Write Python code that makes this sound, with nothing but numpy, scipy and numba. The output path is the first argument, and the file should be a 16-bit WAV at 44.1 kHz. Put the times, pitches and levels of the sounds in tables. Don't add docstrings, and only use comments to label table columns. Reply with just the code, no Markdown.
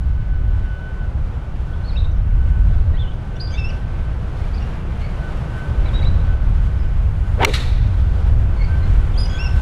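import sys
import numpy as np
from scipy import signal
from scipy.fft import rfft, irfft, next_fast_len
from scipy.io import wavfile
from scipy.ndimage import uniform_filter1d, minimum_filter1d
from numba import njit

SR = 44100
rng = np.random.default_rng(int(sys.argv[2]) if len(sys.argv) > 2 else 0)


def generate_wav(signal):
    frames = np.transpose(np.atleast_2d(signal))
    scaled = np.clip(frames, -1, 1) * 32767
    pcm = np.round(scaled).astype(np.int16)
    wavfile.write(sys.argv[1], SR, pcm)


N = 423801
T = np.arange(N) / SR


def strike():
    # (frequency [Hz], relative level [dB], t60 [s])
    modes = [(1260, -13, .018), (1650, -15, .015), (2050, -7, .014), (2400, -2, .012), (2850, -1, .013),
             (3300, -6, .012), (4100, -8, .012), (4700, -17, .01), (5640, -12, .009), (6500, -19, .007),
             (8010, -10, .006), (9100, -13, .006), (10600, -17, .006), (14100, -10, .004)]
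    # (time [s], peak before flattening [dB], thinned below [Hz], dulled above [Hz])
    arrivals = [(7.4480, 8, 300, 18000), (7.4502, 6, 300, 4500), (7.4521, -8, 300, 4000),
                (7.454, -15, 900, 5000), (7.496, -21, 1500, 3000), (7.5382, -18, 2500, 9000),
                (7.5425, -11, 3200, 4800), (7.552, -17, 2200, 5500), (7.564, -17, 3200, 4800)]
    # (time [s], relative level [dB], rise [s], t60 [s])
    replies = [(7.455, -35, 0.032, 1.2), (7.535, -23.5, 0.0046, .25), (7.535, -30.5, 0.0045, 0.92)]
    # (frequency [Hz], relative density [dB per Hz])
    wood_colour = [(530, -41), (900, -18), (1290, -2.5), (1610, -7), (1960, 1), (2130, -5), (2310, -2),
                   (3270, -8), (3700, 0.5), (4200, -3), (4750, -12.5), (11600, -28), (13300, -36),
                   (13800, -77)]
    front_hz = 2200
    treble_db, treble_loss_db_per_s = 4.5, 21
    ceiling = .72

    t = T[:SR // 10]
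    ring = np.zeros(len(t))
    for hz, db, t60 in modes:
        polarity = np.sign(hz - front_hz)
        ring += polarity * undb(db) * np.sin(2 * np.pi * hz * t) * 1000 ** (-t / t60)

    snap_filter = signal.butter(1, [1500, 9000], "bandpass", fs=SR)
    snap = signal.lfilter(*snap_filter, rng.standard_normal(len(t)))
    ring += undb(-9) * snap * 1000 ** (-t / .014)

    crack = np.zeros(N)
    for s, db, thin_hz, dull_hz in arrivals:
        path_filter = signal.butter(2, [thin_hz, dull_hz], "bandpass", fs=SR)
        copy = signal.lfilter(*path_filter, ring)
        start = int(s * SR)
        crack[start:start + len(t)] += undb(db) * copy / np.abs(copy).max()
    crack = ceiling * np.tanh(crack / ceiling)

    wood_power = sum((undb(db) * swell(s, rise_s, t60_s)) ** 2 for s, db, rise_s, t60_s in replies)
    treble = undb(treble_db - treble_loss_db_per_s * np.clip(T - arrivals[0][0], 0, 1))
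    scattered = noise(wood_colour, hi_hz=6100) + treble * noise(wood_colour, lo_hz=6000)
    return crack + np.sqrt(wood_power) * undb(1.3 * walk(100)) * scattered


def swing():
    # (time [s], vortex pitch of the shaft [Hz], shaft level [dB], bright rush level [dB])
    downswing = [(7.35, 350, -56, -70), (7.385, 474, -35, -52), (7.397, 600, -27, -38),
                 (7.409, 740, -19, -33), (7.418, 800, -20, -28), (7.424, 830, -19, -22),
                 (7.432, 890, -17, -18), (7.439, 890, -13, -24), (7.443, 950, -17, -40),
                 (7.451, 1050, -22, -42), (7.457, 680, -38, -52), (7.5, 448, -36, -60)]
    # (frequency [Hz], relative density [dB per Hz])
    rush_colour = [(620, -25), (1050, -4), (1430, -2.5), (1850, -5), (2780, -8), (3040, -7), (4100, -19),
                   (4780, -25), (12100, -33), (13600, -42), (14800, -107)]
    # (multiple of the vortex pitch [1], level against the shaft [dB])
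    overtones = [(2.1, -12), (3.3, -18)]
    rush_per_shaft = 2.6
    wake_hz, wake_db = 400, -3.5
    thud_db, spray_db = -21.5, -39

    hz, shaft_db, rush_db = track(downswing)
    moving = (T > downswing[0][0]) & (T < downswing[-1][0])
    divot = swell(7.452, rise_s=0.027, t60_s=0.2)

    rush = svf(noise(rush_colour), rush_per_shaft * hz, 1.5)
    out = moving * undb(rush_db) * rush / rush.std()
    out += undb(spray_db) * divot * noise(rush_colour)

    shaft = moving * undb(shaft_db)
    wake_and_thud = undb(wake_db) * shaft + undb(thud_db) * divot
    # (centre [Hz], bandwidth as a share of the centre, gain)
    streets = [(hz, .2, shaft), (np.full(N, float(wake_hz)), .7, wake_and_thud)]
    streets += [(k * hz, .2, undb(db) * shaft) for k, db in overtones]
    for centre_hz, share, gain in streets:
        band = svf(svf(rng.standard_normal(N), centre_hz, share), centre_hz, share)
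        out += gain * band / np.sqrt(uniform_filter1d(band ** 2, size=400))
    return out


def birds():
    # (start [s], length [s], pitch at onset [Hz], after the opening slide [Hz],
    # before the closing slide [Hz], at the end [Hz], level [dB], level change over the held part [dB],
    # octave overtone against the note [dB])
    notes = [ (1.73, .02, 3390, 3200, 3500, 3250, -51, 0, -30),
             (1.835, .038, 3900, 4200, 4500, 4350, -44, -1, -40),
             (1.87, .043, 4100, 4420, 4300, 3600, -42, 1, -40),
             (1.912, .04, 2500, 2450, 2400, 2350, -53, 0, -6),
             (1.948, .022, 2400, 2450, 2670, 2750, -46, 5, -14),
             (1.966, .02, 3850, 3750, 3700, 3250, -37, 0, -40),
             (1.983, .015, 3700, 3800, 3950, 4100, -37, 1, -40),
             (1.997, .024, 3700, 3800, 4100, 3900, -43, 0, -40),
             (2.035, .032, 3650, 3700, 3800, 3850, -52, 0, -40),
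             (2.112, .017, 6000, 6030, 6050, 6500, -61.5, 0, -29.5),
             (2.165, .015, 5150, 5250, 5500, 5760, -63, 0, -29),
             (2.212, 0.017, 3990, 4150, 4350, 4500, -62.5, 0, -29),
             (2.925, .05, 1750, 1900, 1950, 2350, -47, 0, -10),
             (2.966, .04, 2700, 3250, 3520, 3500, -44, 4, -40),
             (2.998, .042, 3500, 3500, 3350, 3050, -41, -1, -40),
             (3.032, .07, 3150, 2900, 3050, 3100, -44, 0, -40),
             (3.1, .042, 3050, 3100, 3320, 3300, -49, 0, -40),
             (3.342, 0.033, 2700, 2700, 2860, 3000, -55, -1, -12),
             (3.364, .035, 3500, 3520, 3450, 3500, -52, 0, -30),
             (3.39, .04, 3900, 4150, 4450, 4550, -51, -2, -30),
             (3.396, .075, 4100, 4870, 4740, 4800, -35, -6, -35),
             (3.468, .06, 4780, 4780, 4880, 4850, -47, 0, -35),
             (3.535, .03, 4750, 4700, 4650, 4800, -51, 0, -35),
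             (3.47, .035, 3600, 3600, 3500, 3450, -54, 0, -30),
             (3.5, .04, 2900, 2950, 3200, 3200, -54, 3, -5),
             (3.538, .04, 3550, 3420, 3600, 3800, -40, 0, -30),
             (3.534, .04, 3200, 3120, 3100, 3120, -56, 0, 1),
             (3.532, 0.032, 2290, 2320, 2200, 2450, -42, 0, -20),
             (3.568, .074, 2520, 2700, 2610, 2610, -35, -2, -13),
             (3.58, .068, 3600, 3700, 3500, 3480, -50, -3, -30),
             (3.632, .056, 2600, 2640, 2740, 2780, -33, -2, -11),
             (3.682, .022, 2750, 2830, 2900, 2950, -40, 0, -7),
             (3.698, .014, 2900, 2450, 2300, 2350, -43, 0, 1),
             (3.704, .03, 2950, 3080, 3050, 3000, -48, -3, -11),
             (4.403, .028, 2100, 2200, 2080, 1980, -46, 0, -25),
             (4.432, .026, 2050, 2150, 2380, 2450, -49, 2, -25),
             (4.533, .035, 2290, 2330, 2500, 2750, -52, -1, 1),
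             (4.558, .032, 2350, 2400, 2400, 2150, -55, 2, 4),
             (4.588, .026, 2100, 2300, 2700, 3000, -54, -3, -5),
             (4.595, 0.044, 1823, 2000, 1850, 1700, -50, 0, -30),
             (4.605, .045, 2750, 2850, 2720, 2950, -47, -3, -12),
             (4.722, .05, 1640, 1675, 1570, 1660, -46, -8, -30),
             (5.007, 0.082, 2254, 2160, 2300, 2300, -51, -4, -8),
             (5.846, 0.034, 2080, 2230, 2300, 2100, -42, 1, -25),
             (5.852, 0.026, 3960, 3880, 3900, 3950, -43, -3, -35),
             (5.875, 0.028, 4030, 3800, 3400, 3400, -41, 2, -35),
             (5.884, .04, 2290, 2420, 2400, 2500, -44, -4, -20),
             (5.933, .062, 3720, 3830, 3850, 3620, -36, 3, -35),
             (5.992, 0.016, 3450, 3300, 3410, 3410, -41, -3, -40),
             (6.006, .016, 2100, 2120, 2120, 2050, -47, 0, -20),
             (6.024, .02, 2000, 2200, 2300, 2400, -41, 0, -12),
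             (6.038, .018, 2500, 2650, 2750, 3000, -45, 0, -14),
             (6.008, 0.039, 3810, 3880, 3850, 3800, -46.5, 1, -35),
             (6.042, .05, 3380, 3900, 4010, 3880, -34, -2, -36),
             (6.11, 0.021, 3830, 3800, 4000, 4000, -51, -1, -24),
             (6.132, .032, 3980, 4040, 3850, 3500, -51, -4, -22),
             (6.196, .018, 3810, 3840, 4000, 4000, -54, -4, -25),
             (6.781, 0.064, 5290, 5100, 5000, 5200, -57, 1, -31),
             (8.562, .036, 2350, 2170, 2200, 2200, -47, 0, -3),
             (8.593, .046, 2200, 2180, 2150, 2150, -42, 3, -11),
             (8.63, .036, 2350, 2400, 2230, 2130, -47, -2, -6),
             (8.7, 0.052, 2210, 2180, 2200, 2500, -52, 0, -20),
             (8.815, 0.06, 2040, 2100, 2100, 2250, -48.5, 1, -5),
             (9.106, .02, 4000, 4250, 5100, 5200, -59, 2, -35),
             (9.137, .042, 3650, 3050, 3250, 3500, -47, 1, -20),
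             (9.176, .03, 4300, 4200, 4500, 4450, -47, -2, -30),
             (9.172, .08, 4450, 4940, 4950, 4650, -32, -5, -19),
             (9.183, .055, 3380, 3600, 3300, 3100, -50, -3, -12),
             (9.252, .1, 4900, 4980, 4970, 4950, -45, -6, -25),
             (9.206, .05, 3050, 3350, 3550, 3300, -51, 0, -30),
             (9.252, .04, 3000, 2920, 3050, 3200, -48, 0, -4),
             (9.36, .03, 2253, 2200, 2500, 2500, -47, 2, -30),
             (9.288, .1, 3150, 3350, 3350, 3750, -42, 0, -12),
             (9.38, .06, 2300, 2660, 2780, 2800, -33, 0, -8),
             (9.428, .056, 2790, 2820, 2610, 2680, -36, 0, -3),
             (9.478, .027, 2680, 2850, 3100, 3240, -43, -4, -12), ]
    slide_in_s, slide_out_s = .016, .014
    edge_db = -10
    clear_db, hoarse_db = -35, -51
    trunk_s, trunk_db = .066, -19

    out = np.zeros(N)
    flutter, shake, rasp = walk(110), walk(300), walk(1600)
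    for s, length, *pitch_hz, db, change_db, octave_db in notes:
        a, b = int(s * SR), int((s + length) * SR)
        opening = min(slide_in_s / length, 1 / 3)
        closing = min(slide_out_s / length, 1 / 3)
        joints = [0, opening, 1 - closing, 1]
        progress = np.linspace(0, 1, b - a)
        loudness_db = db + max(change_db, 0) / 2
        far = np.clip((loudness_db - clear_db) / (hoarse_db - clear_db), 0, 1)

        hz = uniform_filter1d(np.interp(progress, joints, pitch_hz), size=150)
        phase = 2 * np.pi * np.cumsum(hz * (1 + (.004 + .016 * far) * shake[a:b])) / SR
        overtone_gain = undb(octave_db + 2.5 * flutter[a + 2000:b + 2000])
        voice = np.sin(phase) + overtone_gain * (np.sin(2 * phase) + undb(-30) * np.sin(3 * phase))

        level_db = db + np.interp(progress, joints, [edge_db, 0, change_db, change_db + edge_db])
        voice *= undb(level_db + (1.8 + 2.6 * far) * flutter[a:b])
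        voice *= 1 + (.08 + .35 * far) * rasp[a:b]
        out[a:b] += np.sqrt(2) * voice * signal.windows.tukey(b - a, .15)

    t = T[:SR // 2]
    patches = undb(3 * walk(60)[:len(t)])
    echoes = rng.standard_normal(len(t)) * patches * 1000 ** (-t / .4) * np.minimum(t / 0.01, 1)
    echoes /= np.sqrt(np.sum(echoes ** 2))
    trunk = undb(trunk_db + 3 * flutter) * np.roll(out, int(trunk_s * SR))
    return out + trunk + undb(-8.5) * signal.fftconvolve(out, echoes)[:N]


def wind():
    # (time [s], rumble level before rounding [dB])
    gusts = [(0.0, -18), (0.3, -20.5), (0.53, -13), (0.75, -23.5), (1.75, -19.5), (2.02, -12.5),
             (2.65, -12), (3.2, -20.5), (3.5, -20), (4.15, -18), (4.5, -22), (5.6, -19), (6.05, -11.5),
             (6.5, -11.5), (7.3, -12), (7.5, -16), (7.9, -13), (8.7, -13), (9.0, -11.5), (9.35, -14.5),
             (9.6, -12)]
    # (frequency [Hz], relative density [dB per Hz])
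    rumble_colour = [(7.1, -30.5), (12, -4), (38, 0.5), (67, -1), (95, -6.5), (128, -15.5), (187, -26.5),
                     (206, -31), (252, -34.5), (300, -35.5), (390, -70), (660, -120)]
    buffet_db, buffets_per_s = 2, 7
    ceiling = 0.81

    gust_db, = track(gusts)
    rumble = undb(gust_db + buffet_db * walk(buffets_per_s)) * noise(rumble_colour)
    bump = noise(rumble_colour, lo_hz=129, hi_hz=420)
    bump *= undb(-25) * swell(2.635, rise_s=.02, t60_s=.25) / bump.std()
    return ceiling * np.tanh(rumble / ceiling) + bump


def hiss():
    # (time [s], level before a 7 dB lift [dB], treble lift in the top octave [dB])
    swells = [(0.03, -43, 0), (0.96, -38.5, -5), (1.78, -40, -1.5), (3.05, -39, -2), (4.61, -36.5, -1),
              (5.97, -34.5, -1.5), (7.1, -40.5, 2), (7.59, -35, -1), (7.85, -38.5, 0.5),
              (8.25, -36.5, -0.5), (9.55, -37, 5)]
    # (frequency [Hz], relative density [dB per Hz])
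    air_colour = [(65, -31.5), (110, -4.5), (147, -7.5), (266, -22), (348, -22), (558, -23.5),
                  (1120, -28.5), (1500, -29.5), (1730, -34), (3020, -40), (5150, -51), (11200, -61.5),
                  (12000, -61), (12700, -96), (15000, -100)]

    db, lift_db = track(swells)
    edges_hz = 100 * 2 ** np.arange(9)
    rustle_db = walk(9) + walk(45)
    bands = np.zeros(N)
    for k, (lo, hi) in enumerate(zip(edges_hz, edges_hz[1:])):
        tilt = k / 7
        band_db = tilt * (lift_db + rustle_db) + .5 * walk(6)
        bands += undb(band_db) * noise(air_colour, lo, hi)
    return undb(db + 7) * bands


def tone():
    # (time [s], frequency [Hz], level before fading [dB])
    drift = [(0.0, 1508, -49.5), (0.55, 1500, -49.5), (0.7, 1498, -40.5), (0.9, 1504, -43),
             (1.02, 1499, -47.5), (1.2, 1497, -63), (1.43, 1498, -52), (1.57, 1500, -61), (1.82, 1510, -45),
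             (1.9, 1508, -56), (2.3, 1506, -54), (2.6, 1508, -52.5), (3.4, 1526, -53), (3.8, 1535, -49),
             (4.15, 1529, -51.5), (4.4, 1522, -51), (4.6, 1533, -55), (4.75, 1527, -60), (5.22, 1505, -47),
             (5.4, 1527, -55), (5.56, 1522, -44), (6.13, 1513, -57.5), (6.31, 1516, -50), (6.45, 1520, -62),
             (6.82, 1510, -49), (7.06, 1510, -59), (7.67, 1515, -55.5), (8.37, 1526, -52.5),
             (8.68, 1524, -56), (8.72, 1550, -41), (9.04, 1515, -52), (9.28, 1528, -53), (9.36, 1530, -38),
             (9.52, 1526, -42.5), (9.6, 1526, -43)]
    fading_db, fades_per_s = 2, 9
    firm_db, octave_db = -39, -19.5

    hz, db = track(drift)
    unsteadiness = np.clip((firm_db - db) / 10, .15, 1)
    db = db + unsteadiness * (fading_db * walk(fades_per_s) + 2.95 * walk(25))
    phase = 2 * np.pi * np.cumsum(hz * (1 + 0.002965 * walk(40))) / SR
    return np.sqrt(2) * undb(db) * (np.sin(phase) + undb(octave_db) * np.sin(2 * phase))


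def undb(db):
    return 10 ** (np.asarray(db) / 20)


def track(rows):
    s, *columns = np.transpose(rows)
    return [np.interp(T, s, c) for c in columns]


def swell(start_s, rise_s, t60_s):
    t = T - start_s
    return np.clip(t / rise_s, 0, 1) * 1000 ** (-np.clip(t - rise_s, 0, 3) / t60_s)


def walk(rate):
    k = int(SR / rate)
    held = np.repeat(rng.standard_normal(N // k + 1), k)
    return 1.312 * uniform_filter1d(uniform_filter1d(held, k), k)[:N]


def noise(colour, lo_hz=0, hi_hz=SR):
    size = next_fast_len(N)
    hz = np.arange(size // 2 + 1) * SR / size + 1e-3
    point_hz, point_db = np.transpose(colour)
    gain = undb(np.interp(np.log(hz), np.log(point_hz), point_db, -150, -150))
    gain = gain / np.sqrt(np.mean(gain ** 2))
    gain = gain * ((hz >= lo_hz) & (hz < hi_hz))
    return irfft(rfft(rng.standard_normal(size)) * gain, size)[:N]


@njit
def svf(x, hz, share):
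    y, b, l = np.empty(len(x)), 0., 0.
    for i in range(len(x)):
        g = np.tan(np.pi * hz[i] / SR)
        v = (b + g * (x[i] - l)) / (1 + g * (g + share))
        b, l, y[i] = 2 * v - b, l + 2 * g * v, share * v
    return y


def scene():
    return (strike() + swing() + birds() + wind() + hiss() + tone())[None]


def record(dry):
    top_hz = 15200
    peak = -minimum_filter1d(-np.abs(dry), size=300)
    gain = uniform_filter1d(np.minimum(1, .84 / peak), size=200)
    top_cut = signal.ellip(8, .2, 80, top_hz, fs=SR, output="sos")
    return signal.sosfilt(top_cut, dry * gain)


dry = scene()
out = record(dry)
generate_wav(out)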